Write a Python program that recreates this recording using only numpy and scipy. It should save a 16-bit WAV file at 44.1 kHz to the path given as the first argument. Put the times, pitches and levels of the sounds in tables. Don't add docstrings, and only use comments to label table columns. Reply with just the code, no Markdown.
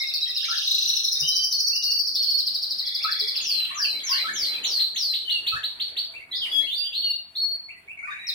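import sys
import numpy as np
from scipy import signal
from scipy.fft import rfft, irfft, next_fast_len
from scipy.io import wavfile
from scipy.ndimage import uniform_filter1d

SR = 44100
rng = np.random.default_rng(int(sys.argv[2]) if len(sys.argv) > 2 else 0)


def store_pcm(level_fs):
    pcm = np.round(np.clip(level_fs, -1, 1) * 32767).astype(np.int16)
    wavfile.write(sys.argv[1], SR, np.atleast_2d(pcm).T)


N = 367794

# multiple, level_db
OVERTONE_LEVELS = [(2, -27), (3, -22), (4, -21.5)]
# frequency_hz, relative_level_db_per_hz
HUSH_SPECTRUM = [(25, -23), (50, -8.5), (78, -1), (120, -7.5), (300, -12.5), (560, -42.5), (660, -4),
                 (780, -12.5), (2500, -18), (6500, -64), (10000, -29), (13000, -32.5), (15500, -29)]
# time_s, level_db
RUSTLE_LEVELS = [(0, -54.5), (1.1, -59), (1.221, -48.5), (1.4, -62), (3.2, -51), (3.352, -48.5),
                 (4.681, -43.5), (4.849, -54.5), (5.36, -56), (5.419, -48), (6.28, -54), (6.55, -46.5),
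                 (7.1, -63), (8.1, -58)]
# frequency_hz, relative_level_db_per_hz
RUSTLE_SPECTRUM = [(150, -11.5), (400, -4.5), (900, -10), (2500, -7), (6000, -28.5), (9000, -13.5),
                   (15000, -11)]
# start_s, level_db
SYLLABLES = [(-.074, -26), (-.004, -27.5), (.064, -27.5), (.133, -26.5), (.204, -28.5), (.274, -27),
             (.344, -25.5), (.418, -28), (.487, -26.5), (.556, -26), (.626, -28)]
# delay_s, length_s, from_hz, to_hz, level_db
SYLLABLE_NOTES = [(0, .027, 5840, 4827, -2.5), (.015, .03, 4615, 3620, -0.5)]
# start_s, length_s, from_hz, to_hz, level_db
SINGLE_NOTES = [(0, .03, 2100, 2162, -33.5), (0.138, 0.0042, 4330, 4530, -15),
                (0.203, 0.036, 3990, 3860, -30), (0.254, 0.011, 3220, 3250, -29.5),
                (0.265, 0.013, 1886, 2024, -41), (0.424, 0.038, 1400, 2450, -43.5),
                (.473, 0.23, 3194, 3280, -44.5), (1.15, 0.015, 3670, 3800, -28),
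                (1.232, .016, 3680, 3825, -29), (1.221, .22, 2766, 3070, -31.5),
                (1.312, 0.02, 4120, 3990, -28), (1.345, .022, 4680, 4800, -30),
                (1.398, .03, 4730, 4700, -28.5), (1.719, 0.17, 2540, 2840, -41),
                (3.7, 0.02, 1010, 1180, -40), (3.705, 0.03, 1500, 2500, -42),
                (3.812, 0.029, 4420, 4720, -32.5), (3.836, 0.02, 3340, 2400, -30),
                (4.09, 0.047, 954, 1105, -40), (4.12, 0.04, 1405, 1836, -38),
                (4.121, 0.031, 2610, 3245, -32.5), (4.168, .037, 1685, 2563, -35),
                (4.54, 0.029, 2700, 2370, -40), (4.627, 0.021, 2890, 3250, -35.5),
                (5.245, 0.13, 3117, 2733, -32), (5.468, 0.067, 2430, 2610, -38),
                (6.134, 0.041, 2130, 2740, -40.5), (6.185, 0.057, 1960, 2225, -47.5),
                (6.31, 0.016, 3810, 4200, -37.5), (6.31, .03, 2080, 1950, -50.5),
                (6.322, 0.04, 3300, 3800, -35), (6.335, 0.038, 3720, 5300, -39),
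                (6.35, 0.032, 4100, 4900, -39.5), (6.375, 0.028, 3530, 4300, -43.5),
                (6.404, 0.047, 3420, 2826, -31), (6.446, 0.02, 2960, 1860, -41),
                (6.49, 0.064, 4390, 4950, -43.5), (6.512, 0.098, 3363, 3324, -27.5),
                (6.6, 0.047, 1560, 2216, -43.5), (6.6, 0.025, 3680, 4250, -39.5),
                (6.635, .02, 3650, 4500, -36), (6.66, 0.04, 2485, 3400, -35), (6.7, .065, 3350, 3620, -32),
                (6.8, 0.037, 2635, 2910, -40), (6.84, 0.035, 2850, 3450, -34), (6.92, .03, 2490, 3400, -38),
                (7.002, 0.03, 3600, 4000, -35), (7.015, .03, 3200, 3280, -38.5),
                (7.02, 0.09, 2976, 2774, -36), (7.115, .028, 3500, 3950, -42),
                (7.635, .01, 4270, 4350, -49), (7.682, 0.029, 2030, 2800, -40),
                (7.742, 0.018, 1850, 2080, -49.5), (7.875, .04, 2126, 2740, -43),
                (7.971, 0.0091, 2206, 2240, -39), (7.989, 0.0074, 2190, 2200, -34.5),
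                (8.023, 0.027, 1337, 1520, -45), (8.025, 0.017, 2170, 2260, -36.5),
                (8.044, 0.0225, 2447, 2492, -39), (8.101, 0.023, 3710, 3720, -44.5),
                (8.189, 0.15, 3853, 3840, -45.5)]
# start_s, length_s, scoop_s, pitch_hz, level_db, overtones_db, left_minus_right_db
HELD_WHISTLES = [(1.518, 0.22, 0.014, 4478, -28.5, 0, 1), (1.821, 0.2, 0.0183, 4503, -28, 2, 1),
                 (2.151, 0.21, .035, 4428, -30, 1.5, -1), (6.723, 0.11, 0.049, 4657, -31.5, 2.5, -0.5),
                 (6.926, 0.194, 0.055, 4391, -29, -3, 1.5), (7.35, 0.18, 0.021, 4362, -29, -5, 0.5)]
# start_s, first_step_hz, level_db
LOW_CHIRRUPS = [(0.482, 1357, -33.5), (3.041, 1287, -28.5), (3.754, 1185, -34.5), (4.24, 1330, -31),
                (5.517, 1311, -31.5), (8.071, 1191, -33)]
# first_s, last_s, notes_per_s, note_length_s, from_hz, to_hz, first_db, last_db,
# left_minus_right_db
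FAST_TRILLS = [(0.035, 0.39, 14, 0.0099, 2300, 2740, -33.5, -42, 0.5),
               (0.4, 0.646, 28., 0.0119, 2240, 4170, -29.5, -23, -1.5),
               (.45, .86, 34, 0.026, 6560, 4540, -33.5, -26, 1.5),
               (0.35, 1.017, 31, 0.019, 2400, 3500, -40, -37.5, 0),
               (.36, 0.46, 28., 0.0203, 4400, 5400, -30, -36, -4),
               (0.655, 1.14, 31, 0.011, 4400, 4200, -32.5, -29, -1),
               (2.82, 2.98, 22, 0.025, 1900, 2250, -43, -44, 0),
               (2.16, 2.95, 60, 0.028, 2720, 4420, -42, -57, -1.5),
               (2.842, 3.42, 28, 0.0148, 3250, 3570, -30, -33.5, -3),
               (2.995, 3.11, 24, 0.025, 1900, 2700, -36.5, -40, 1),
               (3.14, 3.34, 24, 0.022, 1850, 2350, -41.5, -39, 1),
               (3.342, 3.75, 20.1, .014, 4070, 2380, -27.5, -30.5, 0.5),
               (3.99, 4.55, 11.15, 0.0181, 2800, 4100, -32.5, -27.5, 0),
               (3.933, 4.5, 11.3, 0.031, 2000, 2300, -37.5, -36, 0.5),
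               (8.068, 8.33, 38, 0.024, 1700, 2600, -37, -40, 0)]
# centre_s, level_db
RATTLE_BEADS = [(0.6785, -18.5), (0.7137, -16.5), (0.7481, -17.5), (0.7872, -18), (0.8274, -17.5),
                (0.8594, -20), (0.8989, -19.5), (0.936, -21), (0.9707, -20.5), (1.0037, -20.5),
                (1.0489, -19.5), (1.084, -21)]
# start_s, top_hz, bottom_hz, loudest_hz, level_db, overtones_db
ROLL_MARKS = [(0.866, 6570, 5325, 5630, -21.5, 6), (1.105, 6580, 4990, 5300, -21, 5.5),
              (1.264, 6630, 4730, 5240, -20, 3.5), (1.66, 6565, 4280, 4740, -20.5, 1.5),
              (2.057, 6176, 4030, 4400, -21.5, -0.5), (2.454, 5864, 3560, 4200, -22.5, -1.5),
              (2.853, 5836, 3505, 4200, -22.5, -2.5), (3.349, 5853, 3580, 4230, -22, -2.5)]
ROLL_MARK_NUMBERS = [0, 3, 5, 10, 15, 20, 25, 31]
ROLLER_TURN_S = (0.79, 1.93)
# start_s, length_s, level_db
LONG_SLURS = [(3.408, 0.27, -22.5), (3.738, 0.26, -25.5), (4.03, 0.23, -23.5), (4.328, 0.25, -23.5),
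              (4.633, .25, -25), (4.942, .25, -24.5)]
# start_s, level_db, pitch_hz
FLOOR_BUMPS = [(1.206, -41, 149), (1.388, -45, 77.5), (2.503, -55, 217), (3.214, -41, 426.5),
               (3.699, -70, 275), (4.419, -44, 69.5), (4.942, -53.5, 202), (5.533, -33.5, 72.6)]
# start_s, level_db
CAGE_KNOCKS = [(1.124, -55.5), (1.481, -52), (2.602, -55), (3.72, -54), (5.07, -53.5), (6.085, -53),
               (6.55, -53), (6.792, -55), (7.5, -53), (8.03, -56)]
# start_s, length_s, level_db
RISING_WHIPS = [(4.637, 0.035, -22), (4.79, 0.04, -21), (4.955, 0.032, -18.5), (5.132, 0.039, -24),
                (5.291, 0.052, -25.5), (5.461, 0.035, -20), (5.628, 0.039, -23), (5.794, 0.048, -26.5),
                (5.962, 0.049, -22.5)]
# left_delay_ms, right_delay_ms, level_db
FIRST_ECHOES = [(2.7, 2.5, -5), (4.4, 4.7, -9), (7.5, 8.0, -9), (9.3, 9.8, -10)]
# frequency_hz, decay_s
ROOM_DECAY = [(300, 0.22), (1500, 0.3), (4300, 0.43), (6500, 0.37), (10000, 0.42), (15000, 0.2)]

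OFF_PITCH_DB = -1
LOUD_DB, EFFORT = -27.5, .66
OVERTONE_RASP, HELD_RASP = 1.1, .3
STEADY_TREMBLE_DB = .6
BRIGHT_HZ = 3770
CALL_DULL_DB, TRILL_DULL_DB = -1.5, -6

SWEEP_GRAIN_DB, SWEEP_GRAIN_PER_S = 2., 380

SONG_LEAD = SR // 5
CALL_SWELL_S, TRILL_SWELL_S = .006, .005
RISE_S = .04
HELD_BEND, QUICK_BEND, FALL_BEND = 2.3, 1.3, 1.1
SCOOP = .72
STEP_S, STEP_GAP_S, STEP_FROM_HZ, STEP_TO_HZ, STEP_DB = .0249, .033, 1410, 1786, -1.5
RATTLE_S, RATTLE_FROM_HZ, RATTLE_TO_HZ = .011, 3500, 4260
CHIRP_S, CHIRP_FALL_HZ_PER_S = .037, 64000
ROLL_SCATTER_DB, ROLL_SCATTER = .4, .01
ROLLER_PAN_DB = 1
SLUR_TOP_HZ, SLUR_END_HZ, SLUR_FALL_S, SLUR_SAG_HZ_PER_S = 6794, 4185, .15, -2000
KNOCK_HZ, BUMP_LOW_HZ = 667.5, 50
WHIP_S, WHIP_FROM_HZ, WHIP_TO_HZ = .036, 1900, 4322
WHIP_CLIMB_HZ_PER_S = 104
WHIP_CREEP_HZ_PER_S = 5000
GRACE_S = .012

TAIL_BUILD_S = .008
ECHO_CLUMP_DB, ECHO_CLUMPS_PER_S = 1.3, 300
FAR_DB = -4.5
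TREBLE_HZ, LEFT_TREBLE_DB, TOP_HZ = 7500, -3, 15900


def undb(db):
    return 10 ** (np.asarray(db) / 20)


def walk(rate, size=N):
    hold = max(int(SR / rate), 1)
    levels = np.repeat(rng.standard_normal(size // hold + 1), hold)
    slewed = uniform_filter1d(uniform_filter1d(levels, hold), hold)
    return 1.202 * slewed[:size]


WAVER = walk(45)
TREMBLE = walk(60)
RASP = np.clip(walk(1500), -2.5, 2.5)


def on_log(hz, table):
    table_hz, values = np.transpose(table)
    return np.interp(np.log(np.maximum(hz, 1)), np.log(table_hz), values)


def noise(table, alike_hz):
    size = next_fast_len(N)
    hz = np.fft.rfftfreq(size, 1 / SR)
    mid, side = rfft(rng.standard_normal((2, size))) * undb(on_log(hz, table))
    side = side * np.clip(hz / alike_hz, .22, 1)
    ports = irfft(np.array([mid + side, mid - side]), size)[:, :N]
    return ports / ports.std()


def flicker(sound, rate, depth_db):
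    out, size = 0, next_fast_len(N)
    hz, spectrum = np.fft.rfftfreq(size, 1 / SR), rfft(sound, size)
    for centre in 125 * 2 ** np.arange(7):
        band = np.clip(1 - np.abs(np.log2(np.maximum(hz, 1) / centre)), 0, 1)
        out = out + irfft(spectrum * band, size)[:, :N] * undb(depth_db * walk(rate))
    return out


def grain(song):
    return song * undb(SWEEP_GRAIN_DB * walk(SWEEP_GRAIN_PER_S))


def add(track, sound, start_s, pan_db):
    first = int(start_s * SR)
    i = max(first, 0)
    sound = sound[i - first:][:N - i]
    track[:, i:i + len(sound)] += sound * undb([[pan_db / 2], [-pan_db / 2]])


def whistle(s, length, from_hz, to_hz, glide, db, bend, attack=.0025, release=.0031, throat_hz=None,
            off_db=OFF_PITCH_DB, tremble_db=2., overtone_db=0, climb_hz_per_s=0, rasp=OVERTONE_RASP):
    t = np.arange(int(length * SR)) / SR
    at = np.clip(int(s * SR) + np.arange(len(t)), 0, N - 1)
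    glide_left = (1 - np.minimum(t / glide, 1)) ** bend
    hz = to_hz + (from_hz - to_hz) * glide_left + climb_hz_per_s * (t - length / 2)
    phase = 2 * np.pi * np.cumsum(hz * (1 + .0052 * WAVER[at])) / SR + 1000 * s
    tone = np.sin(phase) * (1 + .0037 * RASP[at])
    bright_db = overtone_db + EFFORT * (db - LOUD_DB)
    for multiple, level_db in OVERTONE_LEVELS:
        overtone = np.sin(multiple * phase + rasp * RASP[at])
        tone += undb(level_db + bright_db) * overtone * (multiple * hz < .45 * SR)
    swell = np.sin(np.pi / 2 * np.minimum(t / attack, 1))
    fade = np.sin(np.pi / 2 * np.minimum((length - t) / release, 1))
    throat_db = off_db * np.abs(np.log2(hz / (throat_hz or to_hz)))
    return tone * (swell * fade) ** 2 * undb(db + throat_db + tremble_db * TREMBLE[at])


def dulling(to_hz, db_per_octave):
    return db_per_octave * max(np.log2(BRIGHT_HZ / to_hz), 0)


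def hush():
    return noise(HUSH_SPECTRUM, alike_hz=900.) * undb(-62.5 + .27 * walk(45))


def rustle():
    s, db = np.transpose(RUSTLE_LEVELS)
    grainy = flicker(noise(RUSTLE_SPECTRUM, alike_hz=900.), rate=25., depth_db=4.5)
    return grainy * undb(np.interp(np.arange(N) / SR, s, db))


def doubler():
    out = np.zeros((2, N))
    for s, db in SYLLABLES:
        for delay, length, from_hz, to_hz, note_db in SYLLABLE_NOTES:
            tone = whistle(s + delay, length, from_hz, to_hz, length, db + note_db, bend=1.607,
                           attack=.0074, release=.007, off_db=-7, tremble_db=STEADY_TREMBLE_DB)
            add(out, tone, s + delay + SONG_LEAD / SR, .6)
    return grain(out)


def callers():
    held, quick = np.zeros((2, 2, N))
    for s, length, scoop, hz, db, bright_db, pan_db in HELD_WHISTLES:
        tone = whistle(s, length, SCOOP * hz, hz, scoop, db, HELD_BEND, climb_hz_per_s=225,
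                       attack=CALL_SWELL_S, off_db=-11, overtone_db=bright_db, rasp=HELD_RASP)
        add(held, tone, s, pan_db)
    first_steps = [(s, STEP_S, hz, hz, db) for s, hz, db in LOW_CHIRRUPS]
    second_steps = [(s + STEP_GAP_S, STEP_S, STEP_FROM_HZ, STEP_TO_HZ, db + STEP_DB)
                    for s, hz, db in LOW_CHIRRUPS]
    notes = SINGLE_NOTES + first_steps + second_steps
    for (s, length, from_hz, to_hz, db), side in zip(notes, rng.standard_normal(len(notes))):
        rises, short = to_hz > from_hz, length <= RISE_S
        if not rises:
            bend = FALL_BEND
        else:
            bend = QUICK_BEND if short else HELD_BEND
        glide = min(length, RISE_S) if rises else length
        tone = whistle(s, length, from_hz, to_hz, glide, db, bend, attack=min(CALL_SWELL_S, length / 2),
                       overtone_db=-2.5 + dulling(to_hz, CALL_DULL_DB))
        add(quick if short else held, tone, s, .8 * side)
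    return held + grain(quick)


def trillers():
    out = np.zeros((2, N))
    for first, last, rate, length, from_hz, to_hz, first_db, last_db, pan_db in FAST_TRILLS:
        chance = rng.standard_normal((40, 2))
        for s, (shift, size) in zip(np.arange(first, last, 1 / rate), chance):
            db = np.interp(s, [first, last], [first_db, last_db]) + 1.5 * size
            tune = 1 + .01615 * shift
            tone = whistle(s, length, from_hz * tune, to_hz * tune, length, db, bend=1.2,
                           attack=TRILL_SWELL_S, release=.0018, off_db=-5,
                           throat_hz=np.sqrt(from_hz * to_hz), tremble_db=STEADY_TREMBLE_DB,
                           overtone_db=dulling(to_hz, TRILL_DULL_DB))
            add(out, tone, s, pan_db)
    return grain(out)


def rattler():
    out = np.zeros((2, N))
    for s, db in RATTLE_BEADS:
        bead = whistle(s, RATTLE_S, RATTLE_FROM_HZ, RATTLE_TO_HZ, RATTLE_S, db, bend=1.37,
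                       attack=.002, release=.0024, off_db=-8, overtone_db=-4.5)
        add(out, bead, s - RATTLE_S / 2, 1.5)
    return out


def roller():
    out, number = np.zeros((2, N)), np.arange(ROLL_MARK_NUMBERS[-1] + 1)
    columns = [np.interp(number, ROLL_MARK_NUMBERS, column) for column in np.transpose(ROLL_MARKS)]
    rows = np.transpose(columns)
    chance = rng.standard_normal((len(rows), 2))
    for (s, top, bottom, loudest, db, bright_db), (size, shift) in zip(rows, chance):
        bottom = bottom * (1 + ROLL_SCATTER * shift)
        fall_s = (top - bottom) / CHIRP_FALL_HZ_PER_S
        chirp = whistle(s, CHIRP_S, top, bottom, fall_s, db + ROLL_SCATTER_DB * size, bend=1.05,
                        attack=.016, release=.014, throat_hz=loudest, off_db=-11.,
                        tremble_db=STEADY_TREMBLE_DB, overtone_db=bright_db)
        add(out, chirp, s, ROLLER_PAN_DB)
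    for s, length, db in LONG_SLURS:
        slur = whistle(s, length, SLUR_TOP_HZ, SLUR_END_HZ, SLUR_FALL_S, db, bend=1.8, attack=.008,
                       release=.059, tremble_db=2.26, throat_hz=4560., off_db=-28.,
                       climb_hz_per_s=SLUR_SAG_HZ_PER_S, rasp=HELD_RASP)
        add(out, slur, s, ROLLER_PAN_DB)
    return grain(out)


def bumps():
    out, t = np.zeros((2, N)), np.arange(SR // 3) / SR
    knocks = [(s, db, KNOCK_HZ) for s, db in CAGE_KNOCKS]
    for table, ring_s, slap_db in ((FLOOR_BUMPS, .12, -10.), (knocks, .09, -24.)):
        for s, db, hz in table:
            body = np.sin(2 * np.pi * hz * t) * undb(-60 * t / ring_s)
            dull_noise = signal.lfilter([.3], [1, -.85], rng.standard_normal(len(t)))
            slap = dull_noise * undb(slap_db - 60 * t / .11)
            add(out, undb(db) * (body + slap) * np.minimum(t / .0076, 1), s, -.5)
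    highpass = signal.butter(2, BUMP_LOW_HZ, "high", fs=SR, output="sos")
    return signal.sosfilt(highpass, out)


def whipper():
    out = np.zeros((2, N))
    for s, length, db in RISING_WHIPS:
        top = WHIP_TO_HZ + WHIP_CLIMB_HZ_PER_S * (s - RISING_WHIPS[0][0])
        grace = whistle(s - GRACE_S, GRACE_S + .0079, 1650., 2216., GRACE_S, db - 27., bend=.93)
        add(out, grace, s - GRACE_S, .3)
        whip = whistle(s, length, WHIP_FROM_HZ, top, WHIP_S, db, bend=3.6, attack=.0067, release=.019,
                       tremble_db=2.5, overtone_db=-5.5, throat_hz=4070., off_db=-14,
                       climb_hz_per_s=WHIP_CREEP_HZ_PER_S)
        add(out, whip, s, .3)
    return grain(out)


def aside(track, count):
    return np.array([track[0], np.roll(track[1], count)])


def late(sound, ms):
    return np.pad(sound, (int(ms * SR / 1000), 0))[:N]


def early(direct):
    out = direct
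    for left_ms, right_ms, db in FIRST_ECHOES:
        out = out + undb(db) * np.array([late(direct[0], left_ms), late(direct[1], right_ms)])
    return out


def room(dry, echo_db, direct_db=0):
    t = np.arange(int(.7 * SR)) / SR
    hz = np.fft.rfftfreq(len(t), 1 / SR)
    seed, tail = rfft(rng.standard_normal((2, len(t)))), 0
    for centre in 100 * np.sqrt(2) ** np.arange(16):
        band = np.clip(1 - np.abs(2 * np.log2(np.maximum(hz, 1) / centre)), 0, 1)
        tail = tail + irfft(seed * band, len(t)) * undb(-60 * t / on_log(centre, ROOM_DECAY))
    shared = rfft(tail[0] - tail[1]) * np.clip(1 - hz / 1300., 0, 1)
    tail[1] = tail[1] + irfft(shared, len(t))
    clumps = undb(ECHO_CLUMP_DB * walk(ECHO_CLUMPS_PER_S, size=len(t)))
    tail = tail * np.clip(t / TAIL_BUILD_S, 0, 1) * clumps
    tail = tail * undb(echo_db) / np.sqrt(np.sum(tail ** 2) / 2)
    echoes = signal.fftconvolve(dry, tail, axes=1)[:, :N]
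    return early(dry * undb(direct_db)) + echoes


def scene():
    turned_db = np.interp(np.arange(N) / SR, ROLLER_TURN_S, [FAR_DB, 0])
    syllables = room(aside(doubler(), count=8), echo_db=1.5)
    birds = np.roll(syllables, -SONG_LEAD, axis=1)
    birds += room(aside(callers(), count=-10), echo_db=5.5)
    birds += room(aside(trillers(), count=8), echo_db=0, direct_db=FAR_DB)
    birds += room(aside(rattler(), count=3), echo_db=-1.5)
    birds += room(aside(roller(), count=9), echo_db=2, direct_db=turned_db)
    birds += room(aside(whipper(), count=-11), echo_db=3.5)
    return birds + room(bumps(), echo_db=7.) + rustle() + hush()


def record(dry):
    highpass = signal.butter(4, TREBLE_HZ, "high", fs=SR, output="sos")
    treble = signal.sosfiltfilt(highpass, dry[0])
    ports = np.array([dry[0] + (undb(LEFT_TREBLE_DB) - 1) * treble, dry[1]])
    return signal.sosfilt(signal.ellip(10, .2, 80, TOP_HZ, fs=SR, output="sos"), ports)


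dry = scene()
out = record(dry)
store_pcm(out)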